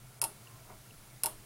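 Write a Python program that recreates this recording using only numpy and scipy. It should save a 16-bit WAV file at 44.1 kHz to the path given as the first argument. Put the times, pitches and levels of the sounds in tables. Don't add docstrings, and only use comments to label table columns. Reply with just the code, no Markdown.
import sys
import numpy as np
from scipy import signal
from scipy.fft import rfft, irfft, next_fast_len
from scipy.io import wavfile
from scipy.ndimage import uniform_filter1d, map_coordinates

SR = 44100
rng = np.random.default_rng(int(sys.argv[2]) if len(sys.argv) > 2 else 0)


def volts_from_decibels(level):
    exponent = np.asarray(level, float) / 20
    return 10 ** exponent


def persist_wave(psi):
    counts = np.round(np.clip(psi, -1, 1) * 32767).astype(np.int16)
    wavfile.write(sys.argv[1], SR, np.atleast_2d(counts).T)


N = 63945
CLOCK = np.arange(N) / SR
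T = np.arange(SR // 2) / SR

# (t/s, level/dB)
RUMBLE_COLOUR = [(8.8, -28), (15, 4), (43, 0.5), (91, -14.5), (100, -9), (130, -30), (220, -120)]
RUMBLE_DRIFT = [(0.0, -58.5), (0.204, -72), (0.226, -56), (0.346, -68), (0.642, -66), (0.782, -59),
                (0.896, -77), (0.976, -54), (1.054, -66), (1.45, -59)]
# (t/s, level/dB)
AIR_COLOUR = [(170, -40), (290, 1), (740, -5.5), (951, -3.5), (1350, -6), (3280, -9), (7830, -9),
              (10400, -9.5), (15800, -11)]
AIR_DRIFT = [(0.0, -62), (0.214, -61), (0.428, -60), (0.976, -60.5), (1.45, -60)]
# f/Hz, width/Hz, level/dB
FAN_MODES = [(205.5, 24, -69.5), (685, 83, -70.5), (1366, 89, -73.5), (2220, 37, -77), (9100, 330, -70.5),
             (10430, 310, -72)]
# t/s, level/dB
MOTOR_LOAD = [(0.0, -58.5), (0.096, -60), (0.14, -65), (0.184, -59.5), (0.286, -60), (0.318, -65),
              (0.346, -62.5), (0.528, -60.5), (0.548, -56.5), (0.694, -66), (0.738, -53.5), (0.77, -72.5),
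              (0.81, -59), (0.868, -66.5), (0.936, -56), (1.0, -67), (1.024, -61), (1.45, -63)]
# f/Hz, width/Hz, level/dB
THUD_WOOD = [(396, 92, -2), (660, 13.3, 12.5), (740, 59, -4), (915, 83, 0), (1070, 260, -5.5),
             (1454, 24, 6), (1880, 47, -11.5), (2160, 110, -8)]
# f/Hz, level/dB, t60/s
BENCH_MODES = [(663, 2, 0.25), (737, 3, 0.18), (920, -11, 0.052), (406, -2, 0.076), (1460, -12, 0.071),
               (2140, -10, 0.059)]
# t/s, length/s, f/Hz, level/dB
RUB_EVENTS = [
    (0.424, 0.2, 1053, -64),
    (0.544, 0.11, 632, -66),
]
# t/s, level/dB, first f/Hz, last f/Hz
GLASS_TICKS = [
    (.472, -48, 2840, 2750),
    (.908, -49.5, 2880, 2550),
]
# delay/s, level/dB
WALL_ECHOES = [(.0045, -6.5), (.0076, -4.5), (0.0123, -12.5), (.0165, -48)]
# f/Hz, t60/s
BOX_DECAY = [(300, 0.7), (1000, 0.067), (3000, 0.29), (6000, 0.25), (10000, .22), (15000, 0.23)]
# f/Hz, level/dB, t60/s
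PANEL_MODES = [(920.4, -2.5, 0.44), (887, -11, 0.35), (749.5, -9.5, .15), (1146, -14, .1)]
LID_MODES = [(623, -11.5, 0.19), (404.4, -16, 0.49), (320.4, -19.5, 0.52)]
# f/Hz, level/dB per Hz
THUMP_COLOUR = [(150, -23.5), (330, -5.5), (650, -5.5), (920, 0.5), (1400, -9.5), (2500, -28), (6000, -64)]
# f/Hz, level/dB per Hz
RATTLE_COLOUR = [(900, -25), (2700, -9.5), (5300, -8), (7000, -13.5), (8800, 2), (11200, 3), (13200, -11),
                 (16300, -25)]
# f/Hz, level/dB, t60/s
MODES_OVER = [(2675, -15, 0.023), (4940, -2.5, 0.0089), (5220, -5.5, 0.015), (7060, -6.5, 0.0064),
              (8990, 2, 0.0086), (10140, 6, 0.011), (10950, 1, 0.0085), (11600, -1, 0.0082),
              (14600, 1, 0.0045), (12450, -15, .006), (15600, -14, 0.0065), (3970, -18, 0.0063),
              (1371, -19, 0.027), (2190, -27.5, 0.041)]
MODES_BACK = [(2740, -15, 0.014), (5215, -1.5, 0.0087), (7120, -19, .008), (9376, -1.5, 0.014),
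              (9840, -12, 0.0076), (10660, -3, 0.013), (11570, -3, 0.0077), (12450, -6, .009),
              (14600, -4, 0.0069), (1437, -20.5, 0.031), (2256, -22.5, 0.017), (1180, -20, 0.018),
              (15500, -23, .006), (3940, -11, 0.0079)]
# t/s, peak level/dB
SNAP_EVENTS = [
    (0.2155, -11),
    (0.2392, -13),
    (1.2345, -11),
    (1.2583, -13),
]
# tail level/dB, snap level/dB
THROW_TRIM = [
    (-1.5, 0.5),
    (1.6, 1.8),
]
# f/Hz, level/dB
SIDE_COLOUR = [(60, -44), (180, -36), (550, -45.5), (1650, -23.5), (4970, -26.5), (15000, -29)]
# from t/s, to t/s, low f/Hz, high f/Hz, level/dB
TREBLE_GAPS = [
    (.197, .2115, 2500, 7300, -30),
    (.197, .2115, 10600, 18000, -30),
    (.2055, .2115, 6500, 11400, -30),
    (1.2262, 1.2298, 5200, 11500, -18),
    (1.218, 1.224, 12500, 13500, -16),
]

ROOM_TOP_HZ, TOP_HZ = 15900, 16900
SNAP_DB, SNAP_RISE_S = -7.5, 0.0007
BOOM_RISE_S = 0.0022


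def unit(x):
    return x / np.sqrt(np.mean(x ** 2) + 1e-20)


def along(points, hz):
    f, v = np.transpose(points)
    return np.interp(np.log(hz + 1), np.log(f + 1), v)


def curve(rows):
    return np.interp(CLOCK, *np.transpose(rows))


def wobble(rate):
    knots = rng.standard_normal(int(N * rate / SR) + 4)
    return map_coordinates(knots, [np.arange(N) * rate / SR])


def filtered(x, response):
    m = next_fast_len(len(x) + SR // 2)
    return irfft(rfft(x, m) * response(np.fft.rfftfreq(m, 1 / SR)), m)[:len(x)]


def below(x, top_hz):
    return filtered(x, lambda f: f < top_hz)


def peak(hz, width_hz):
    return lambda f: 1j * f * width_hz / (hz * hz - f * f + 1j * f * width_hz)


def narrow(hz, width_hz):
    return lambda f: peak(hz, width_hz)(f) ** 2


def hiss(response):
    return unit(filtered(rng.standard_normal(N), response))


def coloured(points):
    return hiss(lambda f: volts_from_decibels(along(points, f)))


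def soft_start(rise_s):
    return 1 - np.exp(-(T / rise_s) ** 2)


def ring(modes, rise_s, scatter=1):
    total = 0
    for hz, db, t60 in modes:
        phase = hz * T + scatter * rng.random()
        total = total + volts_from_decibels(db - 60 * T / t60) * np.sin(2 * np.pi * phase)
    return soft_start(rise_s) * total


def add(track, s, sound):
    part = track[round(s * SR):][:len(sound)]
    part += sound[:len(part)]


def rumble():
    return volts_from_decibels(curve(RUMBLE_DRIFT)) * coloured(RUMBLE_COLOUR)


def air():
    swell = curve(AIR_DRIFT)
    return volts_from_decibels(-58 + swell - swell.mean() + 0.18 * wobble(7)) * coloured(AIR_COLOUR)


def fan():
    return sum(volts_from_decibels(db + 1.8 * wobble(5.34)) * hiss(peak(hz, width)) for hz, width, db in FAN_MODES)


def motor_hum():
    hum_hz, line_db, band_db, band_width_hz = 119.75, -61.5, -61.5, 39
    load = curve(MOTOR_LOAD)
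    line = np.sqrt(2) * np.sin(2 * np.pi * np.cumsum(hum_hz + 2.45 * wobble(9.23)) / SR)
    band = hiss(narrow(hum_hz, band_width_hz))
    return volts_from_decibels(load - load.mean()) * (volts_from_decibels(line_db) * line + volts_from_decibels(band_db) * band)


def thud():
    out, rise_s, t60_s = np.zeros(N), 0.0059, 0.18

    def wood(f):
        return sum((-1) ** k * volts_from_decibels(db) * peak(hz, width)(f) for k, (hz, width, db) in enumerate(THUD_WOOD))

    knock = volts_from_decibels(-43 - 60 * T / t60_s) * (1 - np.exp(-T / rise_s)) * hiss(wood)[:len(T)]
    add(out, 0.693, knock + volts_from_decibels(-55.5) * ring(BENCH_MODES, rise_s))
    return out


def shuffle():
    out, stroke = np.zeros(N), np.hanning(round(0.14 * SR))
    add(out, 0.62, volts_from_decibels(-62) * stroke * hiss(narrow(805, 460))[:len(stroke)])
    return out


def rubs():
    out = np.zeros(N)
    for s, length_s, hz, db in RUB_EVENTS:
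        stroke = np.hanning(round(length_s * SR)) ** 0.5
        add(out, s, volts_from_decibels(db) * stroke * hiss(peak(hz, width_hz=12))[:len(stroke)])
    return out


def glass_ticks():
    out, u = np.zeros(N), np.linspace(0, 1, round(0.0057 * SR))
    for s, db, first_hz, last_hz in GLASS_TICKS:
        hz = first_hz + (last_hz - first_hz) * u
        add(out, s, volts_from_decibels(db) * np.sin(np.pi * u ** 0.43) * np.sin(2 * np.pi * np.cumsum(hz) / SR))
    return out


def box_tail(x):
    hz, t, z = signal.stft(rng.standard_normal(SR // 2), SR, nperseg=256)
    decay = volts_from_decibels(-60 * t / along(BOX_DECAY, hz)[:, None])
    tail = signal.istft(z * decay, SR, nperseg=256)[1]
    return signal.fftconvolve(x, tail / np.linalg.norm(tail))[:len(x)]


def panel_boom():
    hold_s, damp_t60_s = 0.033, 0.018
    damping = volts_from_decibels(-15.5 - 60 * np.maximum(T - hold_s, 0) / damp_t60_s)
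    return damping * ring(PANEL_MODES, BOOM_RISE_S, scatter=0)


def thump():
    rise_s, t60_s = 0.0049, 0.25
    return coloured(THUMP_COLOUR)[:len(T)] * volts_from_decibels(-25 - 60 * T / t60_s) * (1 - np.exp(-T / rise_s))


def rattle():
    t60_s = 0.012
    return coloured(RATTLE_COLOUR)[:len(T)] * volts_from_decibels(-60 * T / t60_s) * soft_start(SNAP_RISE_S)


def snap_in_box(modes, tail_db, snap_db):
    ringing = ring(modes, SNAP_RISE_S, scatter=0)
    direct = ringing + rattle()
    impulse = 1.0 * (np.arange(len(T)) == 40)
    click = filtered(impulse, lambda f: volts_from_decibels(along(RATTLE_COLOUR, f)))
    room = volts_from_decibels(13 + tail_db) * box_tail(click + volts_from_decibels(-24) * ringing)
    for delay_s, db in WALL_ECHOES:
        add(room, delay_s, volts_from_decibels(db) * (rattle() + volts_from_decibels(-8) * ring(modes, SNAP_RISE_S)))
    return volts_from_decibels(snap_db) * direct + below(room, ROOM_TOP_HZ)


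def switch():
    out = np.zeros(N)
    pairs = SNAP_EVENTS[:2], SNAP_EVENTS[2:]
    for pair, modes, (tail_db, snap_db) in zip(pairs, (MODES_OVER, MODES_BACK), THROW_TRIM):
        sound = snap_in_box(modes, tail_db, snap_db)
        first_s, first_db = pair[0]
        add(out, first_s + 0.0105, volts_from_decibels(first_db + SNAP_DB) * panel_boom())
        add(sound, 0.008, volts_from_decibels(-16.5) * ring(LID_MODES, BOOM_RISE_S))
        for s, db in pair:
            add(out, s + 0.0002, volts_from_decibels(db + SNAP_DB) * (sound + thump()))
    return out


def scene():
    snaps = switch()
    small_sounds = glass_ticks() + rubs() + shuffle() + thud()
    background = motor_hum() + fan() + air() + rumble()
    mid = snaps + below(small_sounds + background, ROOM_TOP_HZ)
    side = filtered(mid, lambda f: volts_from_decibels(along(SIDE_COLOUR, f)) * np.exp(2j * np.pi * f * 0.0003))
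    return np.array([mid + side, mid - side])


def roll_off(x):
    return signal.sosfilt(signal.butter(12, 16990, fs=SR, output="sos"), x)


def record(dry):
    out = np.array([below(channel, TOP_HZ) for channel in dry])
    for from_s, to_s, low_hz, high_hz, db in TREBLE_GAPS:
        shut = uniform_filter1d(((CLOCK > from_s) & (CLOCK < to_s)) * (1 - volts_from_decibels(db)), size=60)

        def band(f):
            return np.clip(np.minimum(f - low_hz, high_hz - f) / 700 + 1, 0, 1)

        out = out - shut * np.array([filtered(channel, band) for channel in out])
    return roll_off(out)


dry = scene()
out = record(dry)
persist_wave(out)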